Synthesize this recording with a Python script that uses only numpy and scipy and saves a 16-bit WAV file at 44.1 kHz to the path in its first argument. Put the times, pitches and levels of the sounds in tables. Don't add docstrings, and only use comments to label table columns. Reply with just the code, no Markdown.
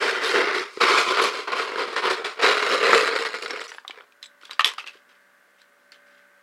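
import sys
import numpy as np
from scipy import signal
from scipy.io import wavfile
from scipy.ndimage import uniform_filter1d

SR = 44100
rng = np.random.default_rng(int(sys.argv[2]) if len(sys.argv) > 2 else 0)


def digitize_waveform(pressure):
    field = np.atleast_2d(pressure).T
    bounded = np.clip(field, -1, 1)
    quanta = np.round(bounded * 32767).astype(np.int16)
    wavfile.write(sys.argv[1], SR, quanta)


N = 283122
TIME = np.arange(N) / SR
RING_TIME = np.arange(2048) / SR

# frequency in Hz, relative spectral level in dB.
HUSH_SPECTRUM = [(25, -5), (60, -18.5), (100, -7.5), (160, -12.5), (250, -5.5), (500, 0), (850, -2),
                 (1500, 4.5), (2100, -7.5), (2600, -7), (5500, -14), (9000, -15.5), (15500, -19)]
# frequency in Hz, t60 in seconds.
ROOM_DECAY = [(200, 0.21), (1000, 0.23), (4000, 0.19), (12000, 0.12)]
# multiple of the shaft speed, level in dB.
MOTOR_LINES = [(3, -79.5), (4, -78.5), (9, -67.5), (10, -82.5), (18, -73.5), (19, -75.5), (23, -69),
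               (24, -66), (25, -67.5), (27, -72), (29, -76.5), (30, -82), (33, -73.5)]
# time in seconds, gain in dB.
MOTOR_GAIN = [(4.12, -4), (4.3, 1.5), (5.25, 1.5), (5.8, -1), (6.0, 4.5), (6.2, 5), (6.4, 1.5)]
# frequency in Hz, relative spectral level in dB.
HEAP_SPECTRUM = [(150, -70), (350, -24), (620, -3.5), (800, -9.5), (1000, -1.5), (1400, 4), (1650, -1),
                 (1950, -1), (2600, -8.5), (4300, -10), (5900, -25.5), (8000, -29), (10600, -37.5),
                 (12500, -47), (16000, -50.5)]
LONE_SPECTRUM = [(120, -46), (300, -15.5), (700, -12.5), (1150, 3), (3000, 4), (5000, -3.5), (6500, -12),
                 (8000, -12.5), (9500, -24), (11200, -19), (13000, -36), (16000, -31.5)]
# frequency in Hz, relative level in dB, t60 in seconds.
TUB_MODES = [(245, -15.5, 0.2), (373, -6.5, 0.1), (423, 7, 0.12), (474.8, 8, 0.042), (513.2, -4, 0.11),
             (615, -10, 0.041)]
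# start in seconds, length in seconds, level in dB.
BRICK_SLIDES = [(3.877, 0.03, -47), (4.217, 0.025, -61), (4.407, 0.063, -49), (4.505, .014, -38),
                (4.65, 0.024, -22.5), (4.779, 0.014, -36), (4.86, 0.024, -40), (4.93, 0.032, -52),
                (5.083, 0.057, -57), (5.58, 0.035, -57.5), (5.919, 0.0081, -45.5), (6.043, 0.17, -62)]
# start in seconds, level in dB, note in Hz, length in seconds.
CHATTERS = [(0.253, -31.5, 3700, 0.033), (0.264, -51, 10700, .07), (1.215, -45, 10700, 0.069),
            (1.558, -62, 10900, 0.11), (2.06, -29.5, 3000, 0.025), (2.69, -41.5, 5300, 0.083),
            (3.508, -37.5, 5460, 0.021), (3.68, -47.5, 5900, 0.028), (3.72, -67, 10200, 0.064),
            (3.879, -33.5, 3730, 0.0053), (4.228, -55.5, 7700, 0.041), (4.232, -44.5, 3570, 0.027),
            (4.45, -49.5, 3460, 0.029), (4.597, -22, 2740, 0.016), (4.65, -42, 11250, 0.035),
            (4.655, -48, 8000, .045), (4.796, -36, 2600, 0.02), (4.878, -40, 2630, 0.031),
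            (5.92, -48, 4570, 0.017)]
# start in seconds, level in dB, note in Hz, tilt in dB an octave.
BRICK_CLICKS = [(3.668, -30, 1270, -3), (3.693, -31, 1960, 0), (3.718, -24, 1480, -4),
                (3.747, -32, 1660, -9), (3.783, -23.5, 1620, -7), (3.849, -27.5, 1140, -8.5),
                (3.879, -26, 3680, 4.5), (3.897, -27, 1070, -11), (3.908, -22.5, 2348, -2.5),
                (4.008, -31.5, 1410, -9), (4.123, -44, 2420, 1), (4.228, -24.5, 4080, 3),
                (4.241, -32.5, 3600, 1), (4.259, -32.5, 3900, 0.5), (4.433, -34, 1300, -12.5),
                (4.453, -31, 3300, 6), (4.495, -31, 1210, -10), (4.51, -21, 3800, 1.5),
                (4.532, -27, 4700, -3), (4.717, -25, 1170, 1), (4.737, -29.5, 1070, 6),
                (4.842, -29, 2680, -11), (4.867, -29, 2520, -2), (4.874, -25.5, 2770, 4),
                (5.617, -41, 1594, 11), (5.92, -39.5, 2550, 6)]
# start in seconds, level in dB, note in Hz,
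# tilt in dB an octave, step to the first bounce in dB, step to each further bounce in dB.
BRICK_DROPS = [(4.594, -1.5, 1200, -3.5, -6.5, -11.5), (4.6454, -0.5, 3440, 0, -12.5, -2.8),
               (4.783, -17, 1316, -3.5, -10, -9)]
# start in seconds, level in dB, note in Hz, t60 in seconds.
TUB_NUDGES = [(.773, -17, 417, 0.032), (.99, -43, 55, .06), (2.956, -31, 55, .07), (4.953, -37, 420, 0.024)]
# start in seconds, relative level in dB, note in Hz.
HEAP_KNOCKS = [(0.036, -12, 1280), (0.359, -7, 1110), (0.772, -21.5, 1290), (0.813, -14, 1100),
               (0.833, -7.5, 1075), (0.852, -11, 1200), (0.981, -6, 1940), (1.172, -5, 1120),
               (1.478, -19.5, 1130), (1.52, -14, 1170), (1.597, -9.5, 936), (1.759, -11, 1120),
               (1.964, -10, 1300), (2.055, -9, 3120), (2.104, -8.5, 1370), (2.248, -11, 1800),
               (2.427, -8.5, 1440), (2.57, -6, 1340), (2.627, -7.5, 2080), (2.665, -6, 1960),
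               (2.837, -13, 1360), (2.931, 4.5, 1350), (2.944, -11, 1320), (3.001, -10, 1460),
               (3.077, -6.5, 2130), (3.092, -12, 1690), (3.162, -7.5, 1040), (3.251, -10.5, 1650),
               (3.341, -11.5, 1980), (3.425, -20, 1410), (3.46, -13, 2100), (3.507, -14, 1470),
               (3.532, -20, 1330), (3.56, -16, 1230), (3.595, -18, 1660), (3.615, -16.5, 1220)]
# time in seconds, collisions a second, tuning of the tub as a factor,
# hollow ring of large plates in dB.
HAND_CHURN = [(0, 1370, 1.03, -33), (.6, 920, 0.92, -30), (.82, 2320, 0.98, 3), (1.3, 1520, 1.01, 4),
              (2.1, 1620, 1, 1), (2.45, 1310, 1.024, -33), (2.95, 850, 1.08, -17), (3.1, 457, 1.02, -23),
              (3.6, 305, 1.02, -14)]
# start in seconds, length in seconds, strength in dB,
# extra drumming of the tub in dB, brightness in dB.
HAND_SHOVES = [(0.0, 0.1, -24, -0.5, 0.5), (0.105, 0.12, -29.5, -1.5, -3.5), (0.211, 0.11, -26.5, -1, 5),
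               (0.324, 0.091, -22.5, 3, -2.5), (.43, 0.097, -26, -2.5, -6), (0.534, 0.061, -27.5, 1.5, 2.5),
               (0.683, 0.17, -52.5, 2, 14.5), (0.802, .035, -17, -5, -1), (0.856, 0.12, -19, -4, 0),
               (0.971, 0.035, -23, -8, 6), (1.057, 0.057, -23.5, -1.5, 1.5), (1.133, .04, -25, -6, -2.5),
               (1.176, 0.021, -20.5, -4, -5.5), (1.211, 0.037, -21.5, 1.5, 4.5), (1.317, 0.083, -33, 0, 4),
               (1.471, .015, -28, -3.5, -9.5), (1.52, .012, -25.5, -2.5, -6),
               (1.55, 0.074, -27.5, -3, -0.5), (1.643, 0.11, -34, 1, -3), (1.772, 0.047, -26.5, 0.5, -2.5),
               (1.868, 0.071, -35, 1, -0.5), (1.957, 0.018, -24.5, -3, -2), (2.02, 0.061, -24, -1.5, -5.5),
               (2.095, 0.018, -25.5, -0.5, 3.5), (2.176, 0.039, -36.5, 5.5, -13),
               (2.242, 0.019, -29, -4, 2.5), (2.363, .03, -42, 0.5, -9), (2.389, 0.022, -26.5, -1, -6),
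               (2.407, 0.1, -18.5, -1.5, 1.5), (2.525, 0.2, -26.5, -2.5, 0.5),
               (2.703, 0.053, -23.5, 2.5, 3), (2.792, 0.14, -21, 1.5, 0), (2.918, 0.067, -22.5, 5.5, 5.5),
               (2.998, 0.053, -25.5, 3, 4), (3.076, 0.063, -28.5, 2.5, -3), (3.131, 0.11, -31, 1.5, 5),
               (3.249, 0.0087, -30.5, 0, 3.5), (3.314, 0.069, -38, -0.5, 6.5), (3.416, 0.019, -39.5, 6, 14),
               (3.472, .105, -37.5, 2, -1), (3.596, 0.017, -42, -5, 15), (3.667, 0.054, -51, 1, 15),
               (3.93, 0.051, -48, 0, -6)]

BAND_LIMIT_HZ = 15900


def amp(db):
    return 10 ** (np.asarray(db) / 20)


def unit_rms(x):
    return x / np.sqrt(np.mean(x ** 2) + 1e-20)


def unit_blow(sound):
    return sound / np.linalg.norm(sound) * np.sqrt(SR / 2000)


def read_curve(points, hz):
    f, value = np.transpose(points)
    return np.interp(np.log(hz + 1), np.log(f), value)


def add(mix, s, sound):
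    part = mix[max(round(s * SR), 0):][:len(sound)]
    part += sound[:len(part)]


def colour(x, spectrum, size=2048):
    hz = abs(np.fft.fftfreq(size, 1 / SR))
    log_gain = np.log(amp(np.maximum(read_curve(spectrum, hz), -100)))
    taps = np.fft.ifft(np.exp(np.conj(signal.hilbert(log_gain)))).real
    return signal.oaconvolve(x, taps[:size // 2])[:len(x)]


def band(x, hz, kind, order=4):
    return signal.sosfilt(signal.butter(order, hz, kind, fs=SR, output="sos"), x)


def steadied(x, size=2600):
    power = uniform_filter1d(uniform_filter1d(x ** 2, size), size)
    return x / np.sqrt(abs(power) + 1e-12)


def wander(top_hz):
    rates = np.geomspace(.3, top_hz, 20)
    return unit_rms(sum(np.sin(2 * np.pi * (f * TIME + rng.random())) / np.sqrt(f) for f in rates))


def strokes(starts, lengths, levels_db, fall_db_per_s, rise_share=0.27):
    power = np.zeros(N)
    for s, length, db in zip(starts, lengths, levels_db):
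        t = np.arange(0, length + .5, 1 / SR)
        rise = np.minimum(t / (rise_share * length), 1)
        level = rise * amp(db - fall_db_per_s * np.maximum(t - length, 0))
        add(power, s, level ** 2)
    return np.sqrt(power)


def room_tone(level_db=-63):
    return amp(level_db) * unit_rms(colour(rng.standard_normal(N), HUSH_SPECTRUM))


def distant_motor(shaft_hz=63.95, waver=.002, flutter=.25, gears_db=-66):
    turns = np.cumsum(shaft_hz * (1 + waver * wander(6.0))) / SR
    whirr = sum(amp(db) * (1 + flutter * wander(28)) * np.sin(2 * np.pi * (k * turns + rng.random()))
                for k, db in MOTOR_LINES)
    gear_noise = band(rng.standard_normal(N), [1400, 2100], "bandpass", order=2)
    gears = unit_rms(gear_noise * (1 + .6 * np.cos(2 * np.pi * turns)))
    load = amp(np.interp(TIME, *np.transpose(MOTOR_GAIN)))
    return load * (whirr + amp(gears_db) * gears)


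def carpeted_room(x, wet_db=-14):
    t = np.arange(SR // 2) / SR
    echoes = rng.choice([-1., 1.], len(t)) * (rng.random(len(t)) < .1)
    hz, age, bands = signal.stft(echoes * (t > .004), SR, nperseg=256)
    decay = amp(-60 * age / read_curve(ROOM_DECAY, hz)[:, None])
    tail = signal.istft(bands * decay, SR, nperseg=256)[1][:len(t)]
    return x + amp(wet_db) * signal.fftconvolve(x, tail / np.linalg.norm(tail))[:N]


def churn(s):
    times, *columns = np.transpose(HAND_CHURN)
    return [np.interp(s, times, column) for column in columns]


def mode(hz, t60):
    return np.sin(2 * np.pi * hz * RING_TIME) * amp(-60 * RING_TIME / t60)


def brick(t60, crack, scatter=0.8, count=14):
    pitches = 700 + 15000 * ((np.arange(count) + rng.random(count)) / count) ** 2
    weights = rng.standard_normal(count) * np.sqrt(pitches)
    ring = sum(weight * mode(hz, t60 * (hz / 3000) ** -.3) for weight, hz in zip(weights, pitches))
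    snap = rng.standard_normal(len(RING_TIME)) * np.exp(-RING_TIME / .001)
    echoes = rng.standard_normal(len(RING_TIME)) * np.exp(-RING_TIME / .006)
    return unit_rms(ring) + crack * unit_rms(snap) + scatter * unit_rms(echoes)


def tub(s, spread=0.12):
    _, tuning, _ = churn(s)
    shifts = 1 + spread * rng.uniform(-1, 1, len(TUB_MODES))
    return sum(rng.normal(0.35, 1) * amp(db) * mode(hz * tuning * shift, t60)
               for (hz, db, t60), shift in zip(TUB_MODES, shifts))


def strike(hz, spectrum, t60, others):
    other_modes = unit_rms(colour(brick(t60, crack=0.72, scatter=0.44), spectrum))
    overtone_hz = min(rng.uniform(1.55, 1.7) * hz, BAND_LIMIT_HZ)
    pair = mode(hz, t60) + 0.23 * mode(overtone_hz, t60)
    attack = (1 - np.exp(-RING_TIME / 0.00027)) ** 2
    return unit_blow(unit_rms(pair * attack) + others * other_modes)


def collisions(per_s, spread_db, t60, count=48, handful=12):
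    rattle, drum = np.zeros(N), np.zeros(N)
    reached_s = (np.arange(count + handful) - handful / 2) / count * N / SR
    shapes = [(brick(t60, crack=0.38), tub(s, spread=0.086)) for s in reached_s]
    draws = rng.random((N, 4))
    for i in np.flatnonzero(draws[:, 0] < per_s / SR):
        softness, which, coupling = draws[i, 1:]
        force = amp(-spread_db * np.log(0.15 + softness)) * (-1) ** i
        ring, thud = shapes[int(count * i / N + handful * which)]
        add(rattle, i / SR, force * ring)
        add(drum, i / SR, force * coupling * thud)
    return rattle, drum


def slides(gain_db=-3, drum_db=-18):
    rattle, drum = collisions(per_s=600, spread_db=3.5, t60=0.022)
    level = strokes(*np.transpose(BRICK_SLIDES), fall_db_per_s=339, rise_share=0.15)
    ticks = steadied(colour(rattle, LONE_SPECTRUM))
    floor = steadied(band(drum, 260, "high", order=2))
    return amp(gain_db) * level * (ticks + amp(drum_db) * floor)


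def chatter(per_s=350, t60=0.012):
    out = np.zeros(N)
    for s, db, hz, length in CHATTERS:
        t = np.arange(0, length, 1 / SR)
        hits = rng.standard_normal(N)[:len(t)] * (rng.random(N)[:len(t)] < per_s / SR)
        hits[0] = 1
        ring = signal.fftconvolve(hits * np.exp(-t / length), mode(hz, t60))
        add(out, s, amp(db) * ring / np.linalg.norm(ring) * np.sqrt(len(t)))
    return band(out, 2000, "high", order=2)


def drop_hits(count=6, first_hop_s=.013, hop_share=0.79, glance_db_per_octave=4.5):
    hits = []
    for s, db, hz, tilt, first_db, further_db in BRICK_DROPS:
        hits.append((s, db, hz, tilt))
        for k in range(count):
            s += first_hop_s * hop_share ** k
            hits.append((s, db + first_db + k * further_db, hz, tilt + glance_db_per_octave))
    return hits


def clicks(focus_db_per_octave=2.5, t60=0.0157, rebound_db=-15):
    out = np.zeros(N)
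    for s, db, hz, tilt in list(BRICK_CLICKS) + drop_hits():
        spectrum = [(f, level + tilt * np.log2(f / hz) - focus_db_per_octave * abs(np.log2(f / hz)))
                    for f, level in LONE_SPECTRUM]
        add(out, s, amp(db) * strike(hz, spectrum, t60, others=0.96))
        rebound_s = s + rng.uniform(0.0018, 0.0046)
        add(out, rebound_s, amp(db + rebound_db) * strike(hz, spectrum, t60, others=2.4))
    return band(out, 380, "high", order=2)


def nudges(rise_s=0.0018):
    out = np.zeros(N)
    for s, db, hz, t60 in TUB_NUDGES:
        add(out, s, amp(db) * mode(hz, t60) * (1 - np.exp(-RING_TIME / rise_s)))
    return out


def knocks(gain_db=-4, thud_db=-6, neighbour_db=-4, count=4):
    out = np.zeros(N)
    spectrum = [(f, level + np.log2(f / 1000)) for f, level in HEAP_SPECTRUM]
    neighbours = [unit_blow(colour(brick(t60=0.0077, crack=0.29), spectrum)) for _ in range(6 * count)]
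    for s, db, hz in HEAP_KNOCKS:
        thud = amp(thud_db) * unit_blow(band(tub(s), 297, "high", order=2))
        clack = strike(hz, spectrum, t60=.014, others=2.2)
        add(out, s, amp(db) * (clack + thud))
        delays = rng.uniform(.002, .022, count)
        for delay, k in zip(delays, rng.permutation(len(neighbours))):
            add(out, s + delay, amp(db + neighbour_db) * np.exp(-delay / .018) * neighbours[k])
    return amp(gain_db) * out


def rummage(small_hz=2300, edge_hz=5800, plate_hz=1020):
    per_s, _, hollow_db = churn(TIME)
    rattle, drum = collisions(per_s, spread_db=4.0, t60=0.029, count=280, handful=22)
    rattle = colour(rattle, HEAP_SPECTRUM)
    plates = amp(hollow_db) * signal.lfilter(*signal.iirpeak(plate_hz, 3, fs=SR), rattle)
    s, length, db, drum_db, bright_db = np.transpose(HAND_SHOVES)
    large_level = strokes(s, length, db - 1, fall_db_per_s=182)
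    small_level = strokes(s, length, db - 5.5 + 0.43 * bright_db, fall_db_per_s=182)
    edge_level = strokes(s, length, db - 17 + bright_db, fall_db_per_s=190.5)
    floor_level = strokes(s, length, db - 3 + drum_db, fall_db_per_s=228)
    large_bricks = large_level * steadied(band(rattle + plates, small_hz, "low"))
    small_bricks = small_level * steadied(band(rattle, [small_hz, edge_hz], "bandpass"))
    edges = edge_level * steadied(band(rattle, edge_hz, "high"))
    floor = floor_level * steadied(band(drum, 364, "high", order=2))
    return large_bricks + small_bricks + edges + floor


def scene():
    bricks = rummage() + knocks() + nudges() + clicks() + chatter() + slides()
    return (carpeted_room(bricks) + distant_motor() + room_tone())[None]


def record(dry):
    thin = band(dry, 130, "high", order=2)
    rounded = thin / (1 + thin ** 12) ** (1 / 12)
    low_pass = signal.firwin(511, BAND_LIMIT_HZ, window=("kaiser", 9), fs=SR)
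    return signal.oaconvolve(rounded, low_pass[None], "same")


dry = scene()
out = record(dry)
digitize_waveform(out)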